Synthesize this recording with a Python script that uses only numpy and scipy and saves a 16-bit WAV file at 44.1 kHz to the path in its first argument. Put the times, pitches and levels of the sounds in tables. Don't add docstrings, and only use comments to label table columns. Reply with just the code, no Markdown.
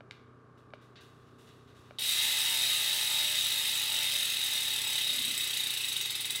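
import sys
import numpy as np
from scipy import signal
from scipy.fft import rfft, irfft
from scipy.io import wavfile
from scipy.ndimage import uniform_filter1d

SR = 44100
rng = np.random.default_rng(int(sys.argv[2]) if len(sys.argv) > 2 else 0)


def pcm_store(signal):
    levels = np.round(np.clip(np.atleast_2d(signal), -1, 1) * 32767)
    wavfile.write(sys.argv[1], SR, levels.astype(np.int16).T)


def convert_level_to_amplitude(level_db):
    exponent = np.asarray(level_db, float) / 20
    return 10 ** exponent


N = 282240
RELEASE_S = 1.986
WHEEL_TURN_TEETH = 40.115
LAST_TOOTH = 198


def unit(x):
    return x / np.sqrt(np.mean(x ** 2))


def colour(x, points):
    hz, db = np.transpose(points)
    bins = np.maximum(np.arange(N // 2 + 1) * SR / N, 1)
    gain = convert_level_to_amplitude(np.interp(np.log(bins), np.log(hz), db))
    return irfft(rfft(x) * gain, N)


def ring(x, hz, width_hz):
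    return signal.lfilter(*signal.iirpeak(hz, hz / max(width_hz, 5), SR), x)


def ring_twice(x, hz, first_width_hz, width_hz):
    return ring(ring(x, hz, first_width_hz), hz, width_hz)


def blows(s, db):
    out = np.zeros(N)
    at = np.clip((s * SR).astype(int), 0, N - 1)
    np.add.at(out, at.ravel(), convert_level_to_amplitude(db).ravel())
    return out


def burst(x, decay_s):
    fading = signal.lfilter([1], [1, -np.exp(-1 / (decay_s * SR))], x)
    return fading * rng.standard_normal(N)


# (frequency [Hz], time to fade by 60 dB [s])
ROOM_FADE = [(300, 0.48), (2000, 0.73), (5000, 0.48), (12000, 0.21)]


def room(x, wet_db, changes_per_s=12, count=2):
    t = np.arange(SR // 2) / SR
    middles = [np.sqrt(a[0] * b[0]) for a, b in zip(ROOM_FADE, ROOM_FADE[1:])]
    edges = [100] + middles + [18000]
    tails = 0
    for (hz, t60), low, high in zip(ROOM_FADE, edges, edges[1:]):
        band_filter = signal.butter(2, (low, high), "band", fs=SR, output="sos")
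        band = signal.sosfilt(band_filter, rng.standard_normal((count, len(t))))
        tails = tails + band * convert_level_to_amplitude(-60 * t / t60)
    tails = tails * np.clip(t / 0.0029, 0, 1)
    tails = tails / np.sqrt(np.sum(tails ** 2, axis=1, keepdims=True))
    away = (np.arange(N) / SR * changes_per_s - np.arange(count)[:, None] + 1) % count - 1
    share = np.cos(np.pi / 2 * np.clip(away, -1, 1))
    echoes = signal.fftconvolve(x * share, tails, axes=1)[:, :N].sum(axis=0)
    return x + convert_level_to_amplitude(wet_db) * echoes


# (multiple of the hum pitch [1], level [dB])
STRONG_HUM = [(3, -9), (4, 0), (5, -10), (8, -7), (9, -13), (10, -10), (12, -11), (13, -8), (14, -9),
              (15, -11), (32, -18), (35, -12), (36, -13), (38, -11), (39, -12), (40, -15), (47, -18),
              (51, -20), (53, -18)]


def compressor():
    hum_hz, casing_hz, casing_width_hz, casing_db = 30.44, 1190, 110, 10
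    t = np.arange(N) / SR
    order = np.arange(2, 60)
    casing = casing_db * np.exp(-((order * hum_hz - casing_hz) / casing_width_hz) ** 2)
    level_db = -29.5 + 0.05 * order + 3.5 * rng.standard_normal(len(order)) + casing
    strong = dict(STRONG_HUM)
    hum, steps = 0, np.arange(N // 4410 + 2)
    for k, weak_db in zip(order, level_db):
        waver_db = min(0.14 * k, 2.4) * rng.standard_normal(len(steps))
        waver = convert_level_to_amplitude(strong.get(k, weak_db) + waver_db)
        tone = np.sin(2 * np.pi * (k * hum_hz * t + rng.random()))
        hum = hum + np.interp(t * 10, steps, waver) * tone
    return convert_level_to_amplitude(-58) * unit(hum)


# (frequency [Hz], level [dB per Hz])
AIR_COLOUR = [(15, -57), (25, -20), (48, -6), (120, 0), (190, -0.5), (416, -1.5), (714, -10), (1160, -14),
              (1330, -8), (1560, -42), (1840, -20), (11600, -43), (16000, -80)]


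def room_air():
    return convert_level_to_amplitude(-62) * unit(colour(rng.standard_normal(N), AIR_COLOUR))


def scuff_and_shudder():
    scuff_s, rise_s, hold_s, fade_s, scuff_db, grows_db = 5.06, 0.058, 0.24, 0.07, -63.5, 10
    t = np.arange(N) / SR
    age = t - scuff_s
    drag = np.clip(age / rise_s, 0, 1) * np.exp(-np.maximum(age - hold_s, 0) / fade_s)
    drag = drag * convert_level_to_amplitude(scuff_db + grows_db * np.clip(age / hold_s, 0, 1))
    scuff = unit(ring_twice(rng.standard_normal(N), 236, 140, 130)) * drag
    swell = convert_level_to_amplitude(-68) * np.exp(-((t - 1.72) / .22) ** 2)
    shudder = unit(ring_twice(rng.standard_normal(N), 85, 50, 50)) * swell
    return scuff + shudder


# (frequency [Hz], width [Hz], level [dB])
CHAIN_MODES = [(1610, 100, 1), (2020, 270, -0.5), (2800, 470, 2), (3400, 170, 3), (3710, 140, 4),
               (4270, 290, -11)]
# (time [s],
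# frame level [dB], hiss level [dB], rise [s], fade [s])
JERKS = [(0.111, -58.5, -77, 0.0012, 0.059), (0.738, -61, -79, 0.0017, 0.019),
         (0.574, -69, -78, 0.0018, 0.056), (.77, -65, -88, .02, 0.042), (.81, -65.5, -74, .005, 0.078),
         (0.956, -54.5, -91, 0.001, 0.071), (1.005, -62, -66.5, 0.0033, 0.086),
         (1.12, -71, -78, 0.033, 0.31), (1.26, -68, -80, .01, 0.078), (1.382, -66, -69.5, 0.0033, 0.21),
         (1.467, -61, -71, 0.0033, .05), (1.496, -66, -84, 0.0018, 0.13), (1.67, -63.5, -76, 0.0062, 0.088),
         (1.74, -61.5, -66.5, 0.029, 0.094), (1.83, -67, -78, 0.013, 0.27)]


def rustle():
    grains = rng.standard_normal(N) * convert_level_to_amplitude(2.3 * rng.exponential(size=N))
    body = sum(convert_level_to_amplitude(db) * ring(grains, hz, 1.16 * width) for hz, width, db in CHAIN_MODES)
    body = unit(signal.sosfilt(signal.butter(2, 4700, fs=SR, output="sos"), body))
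    hiss = unit(colour(grains[::-1], [(3000, -22), (5500, 0), (11000, -5), (16000, -14)]))
    t = np.arange(2 * SR) / SR
    power = np.zeros((2, N))
    for s, frame_db, hiss_db, rise_s, fade_s in JERKS:
        age = np.maximum(t - s, 0)
        swell = (1 - np.exp(-age / rise_s)) * np.exp(-age / fade_s)
        power[:, :len(t)] += (convert_level_to_amplitude(np.array([[frame_db], [hiss_db]])) * swell) ** 2
    return np.sqrt(power[0]) * body + np.sqrt(power[1]) * hiss


# (time [s], peak level [dB], push direction [+1 or -1], kind [0 pedal, 1 chain])
HITS = [
    (.12, -45, 1, 1),
    (.0068, -36, -1, 0),
    (0.11, -29.8, 1, 1),
    (.7049, -56, 1, 1),
    (0.7365, -29.5, -1, 0),
    (1.9089, -35.5, 1, 0),
]
# (frequency [Hz], width [Hz], level [dB])
HIT_MODES = [
    [(584, 160, 15.5), (1250, 830, 21.5), (2300, 230, 4), (4000, 550, -14)],
    [(2320, 1200, 5), (2160, 380, -5), (3620, 540, -3), (6550, 3500, -8), (10500, 4000, 4)],
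]
# (contact time [s], bounce level [dB])
HIT_CONTACT = [
    (0.00023, -4),
    (.00012, -1.5),
]


def knocks():
    out = np.zeros(N)
    for s, db, sign, kind in HITS:
        kind = int(round(kind))
        contact_s, bounce_db = HIT_CONTACT[kind]
        push = blows(np.array([s, s + 0.001334]), np.array([0, bounce_db]))
        push = np.convolve(push, np.hanning(int(contact_s * SR) + 3))[:N]
        body = sum(convert_level_to_amplitude(mode_db) * ring(push, hz, width) * 500 / width
                   for hz, width, mode_db in HIT_MODES[kind])
        out += np.sign(sign) * body * convert_level_to_amplitude(db) / np.abs(body).max()
    return out


def wheel():
    start_s, start_teeth_s = 1.9781, 71.133
    drag, drag_eases_per_tooth = 5.687, .0111
    rub, rub_at_tooth, rub_width_teeth = 33.246, 26.39, 3.47
    heavy_spot, heavy_spot_rises_tooth = 6.495, -3.757
    step = .01
    angle = np.arange(-.1, LAST_TOOTH + 3, step)
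    half_turn = WHEEL_TURN_TEETH / 2
    off_rub = (angle - rub_at_tooth + half_turn) % WHEEL_TURN_TEETH - half_turn
    torque = drag - drag_eases_per_tooth * angle
    torque = torque + rub * np.exp(-.5 * (off_rub / rub_width_teeth) ** 2)
    torque = torque + heavy_spot * np.sin(2 * np.pi * (angle - heavy_spot_rises_tooth) / WHEEL_TURN_TEETH)
    speed = np.sqrt(np.maximum(start_teeth_s ** 2 - 2 * np.cumsum(torque) * step, 1))
    return start_s + np.cumsum(step / speed), angle, speed


def tooth_edges(motion):
    s, teeth, _ = motion
    tooth = np.arange(1, LAST_TOOTH)
    return tooth, np.interp(tooth - .1, teeth, s)


def facing(motion, at_tooth, order):
    s, teeth, _ = motion
    turned = np.interp(np.arange(N) / SR, s, teeth) - at_tooth
    return np.cos(order * 2 * np.pi * turned / WHEEL_TURN_TEETH)


# (catch level [dB], catch time [s], weak start level [dB], take-up time [s])
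BITE = [
    (14.5, 0.0093, -12.5, 0.033),
    (24, 0.0085, -14.5, 0.029),
    (4, .012, -7.5, 0.28),
]


def loudness(motion, part, level_db, speed_db):
    s, _, teeth_s = motion
    t = np.arange(N) / SR
    age = np.maximum(t - RELEASE_S, 0)
    octaves = np.log2(np.interp(t, s, teeth_s) / 45)
    catch_db, catch_s, weak_db, up_s = BITE[part]
    bite_db = catch_db * np.exp(-age / catch_s) + weak_db * np.exp(-age / up_s)
    return level_db + speed_db * octaves + bite_db


# (frequency [Hz], width [Hz], level [dB])
RIM_MODES = [(600, 40, -4), (690, 40, -8), (770, 45, -5), (845, 70, 1), (950, 80, -3), (1240, 60, -7),
             (1370, 50, -5)]
# (top of group [Hz], level [dB], loudest at [tooth],
# swing once a turn [dB], swing twice a turn [dB], loudest of that at [tooth])
RIM_GROUPS = [
    (740, 7, 1, 2.5, 1.5, 0.89),
    (1100, 2.3, 30, 4, 2.7, 16.7),
    (1500, 8.5, 53, -1, 2, 10.5),
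]


def rim(motion):
    _, edge = tooth_edges(motion)
    late_s = .00005 * uniform_filter1d(rng.standard_normal(len(edge)), size=2)
    when = np.maximum(edge - .006 + late_s, RELEASE_S)
    push = blows(when, 1.2 * rng.standard_normal(len(edge)))
    beams = []
    for _, db, at, once_db, twice_db, at_twice in RIM_GROUPS:
        swing_db = once_db * facing(motion, at, 1) + twice_db * facing(motion, at_twice, 2)
        beams.append(convert_level_to_amplitude(db + swing_db))
    group = np.searchsorted([row[0] for row in RIM_GROUPS], [row[0] for row in RIM_MODES])
    out = 0
    for k, (hz, width, db) in enumerate(RIM_MODES):
        mode = ring_twice(push, hz, 1.5 * width, width)
        out = out + (-1) ** k * convert_level_to_amplitude(db) * beams[group[k]] * mode
    return convert_level_to_amplitude(loudness(motion, 2, -59, 4.5)) * unit(out)


def strike(modes, when, blow_db, spread_db, scrape_s):
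    out = 0
    for hz, width, db in modes:
        lag_s = .00012 * rng.standard_normal(when.shape)
        push = blows(when + lag_s, db + blow_db + spread_db * rng.standard_normal(when.shape))
        if scrape_s:
            push = burst(push, scrape_s)
        out = out + ring_twice(push, hz, 4 * width, width)
    return unit(out)


# (drop after the tooth edge [ms], timing scatter [ms], shell level [dB], spring level [dB])
PAWL_DROPS = [(-7, .8, 0, -9), (0, .8, 1, 0), (-3.5, 1.2, -5, -4), (2.5, 1.2, -8, -1), (8, 3.5, -16, -4)]
# (frequency [Hz], level [dB per Hz])
CRACK_COLOUR = [(500, -33.5), (1200, -20), (1900, -12), (3000, -7), (4300, -5), (6900, -7), (9000, 0.5),
                (12500, -2.5), (14200, -3), (15600, -3), (18000, -4.5)]
# (frequency [Hz], width [Hz], level [dB])
BEAD_MODES = [(3640, 390, -7.5), (3688, 79, -1.5), (3796, 75, 2.5), (3930, 75, -2)]
# (frequency [Hz], width [Hz], level [dB])
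SHELL_MODES = [(1796, 70, -17), (2064, 163, -13.5), (2600, 89, -7.5), (2848, 105, -9.5), (3115, 280, -10),
               (3080, 32, -30), (4300, 240, -15)]
# (frequency [Hz], width [Hz], level [dB])
SPRING_MODES = [(5057, 88, -2), (5840, 29, -24), (5790, 130, -6.5), (6510, 320, -8.5), (7760, 270, -6),
                (7860, 194, -3), (8360, 53, 1.5), (9390, 99, 1.5), (10530, 63, -2), (10700, 140, -20),
                (11320, 90, -2.5), (13300, 300, -33)]


def freewheel(motion):
    tooth, edge = tooth_edges(motion)
    after_ms, scatter_ms, shell_db, spring_db = np.transpose(PAWL_DROPS)
    scatter = rng.standard_normal((len(tooth), len(PAWL_DROPS)))
    when = edge[:, None] + (after_ms + scatter_ms * scatter) / 1000
    wear = rng.standard_normal((40, 1))[tooth % 40]
    force_db = 0.6 * wear + .8 * rng.standard_normal(when.shape)
    when = np.maximum(when, RELEASE_S)

    landings = blows(when + 0.0038, spring_db + 0.54 * force_db)
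    chatter = uniform_filter1d(landings, size=150, origin=-74)
    crack = unit(colour(burst(chatter, 0.0031), CRACK_COLOUR))
    high = signal.sosfiltfilt(signal.butter(3, 4800, "high", fs=SR, output="sos"), crack)

    bead = strike(BEAD_MODES, when, shell_db + force_db, 1.5, 0)
    shell = convert_level_to_amplitude(-3.5) * bead + convert_level_to_amplitude(-7.0) * unit(crack - high)
    shell = shell + convert_level_to_amplitude(-6.5) * strike(SHELL_MODES, when, shell_db + force_db, 3.5, 0)
    spring = convert_level_to_amplitude(-4.5) * strike(SPRING_MODES, when, spring_db + force_db, 1.2, 0.0023) + unit(high)

    sway_db = 0.38 * facing(motion, 18.8, 2)
    shell_gain = convert_level_to_amplitude(loudness(motion, 0, -33.5, 0) + sway_db)
    spring_gain = convert_level_to_amplitude(loudness(motion, 1, -36 - 6.5, -0.2))
    hub = convert_level_to_amplitude(-7.5) * shell_gain * shell + spring_gain * spring
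    return hub, shell_gain * convert_level_to_amplitude(-10) * bead


def scene():
    motion = wheel()
    background = compressor() + room_air() + scuff_and_shudder()
    cranking = room(knocks() + rustle(), -15.5, count=2)
    hub, beam = freewheel(motion)
    spinning = room(hub, 2, count=6) + beam + room(rim(motion), -5, 0.44, count=2)
    mono = background + cranking + spinning
    return np.array([mono, mono])


def band_limit(x):
    return signal.sosfilt(signal.butter(12, 16630, fs=SR, output="sos"), x)


def record(dry):
    cut = signal.sosfilt(signal.ellip(10, .2, 80, 15750, fs=SR, output="sos"), dry)
    return band_limit(cut)


dry = scene()
out = record(dry)
pcm_store(out)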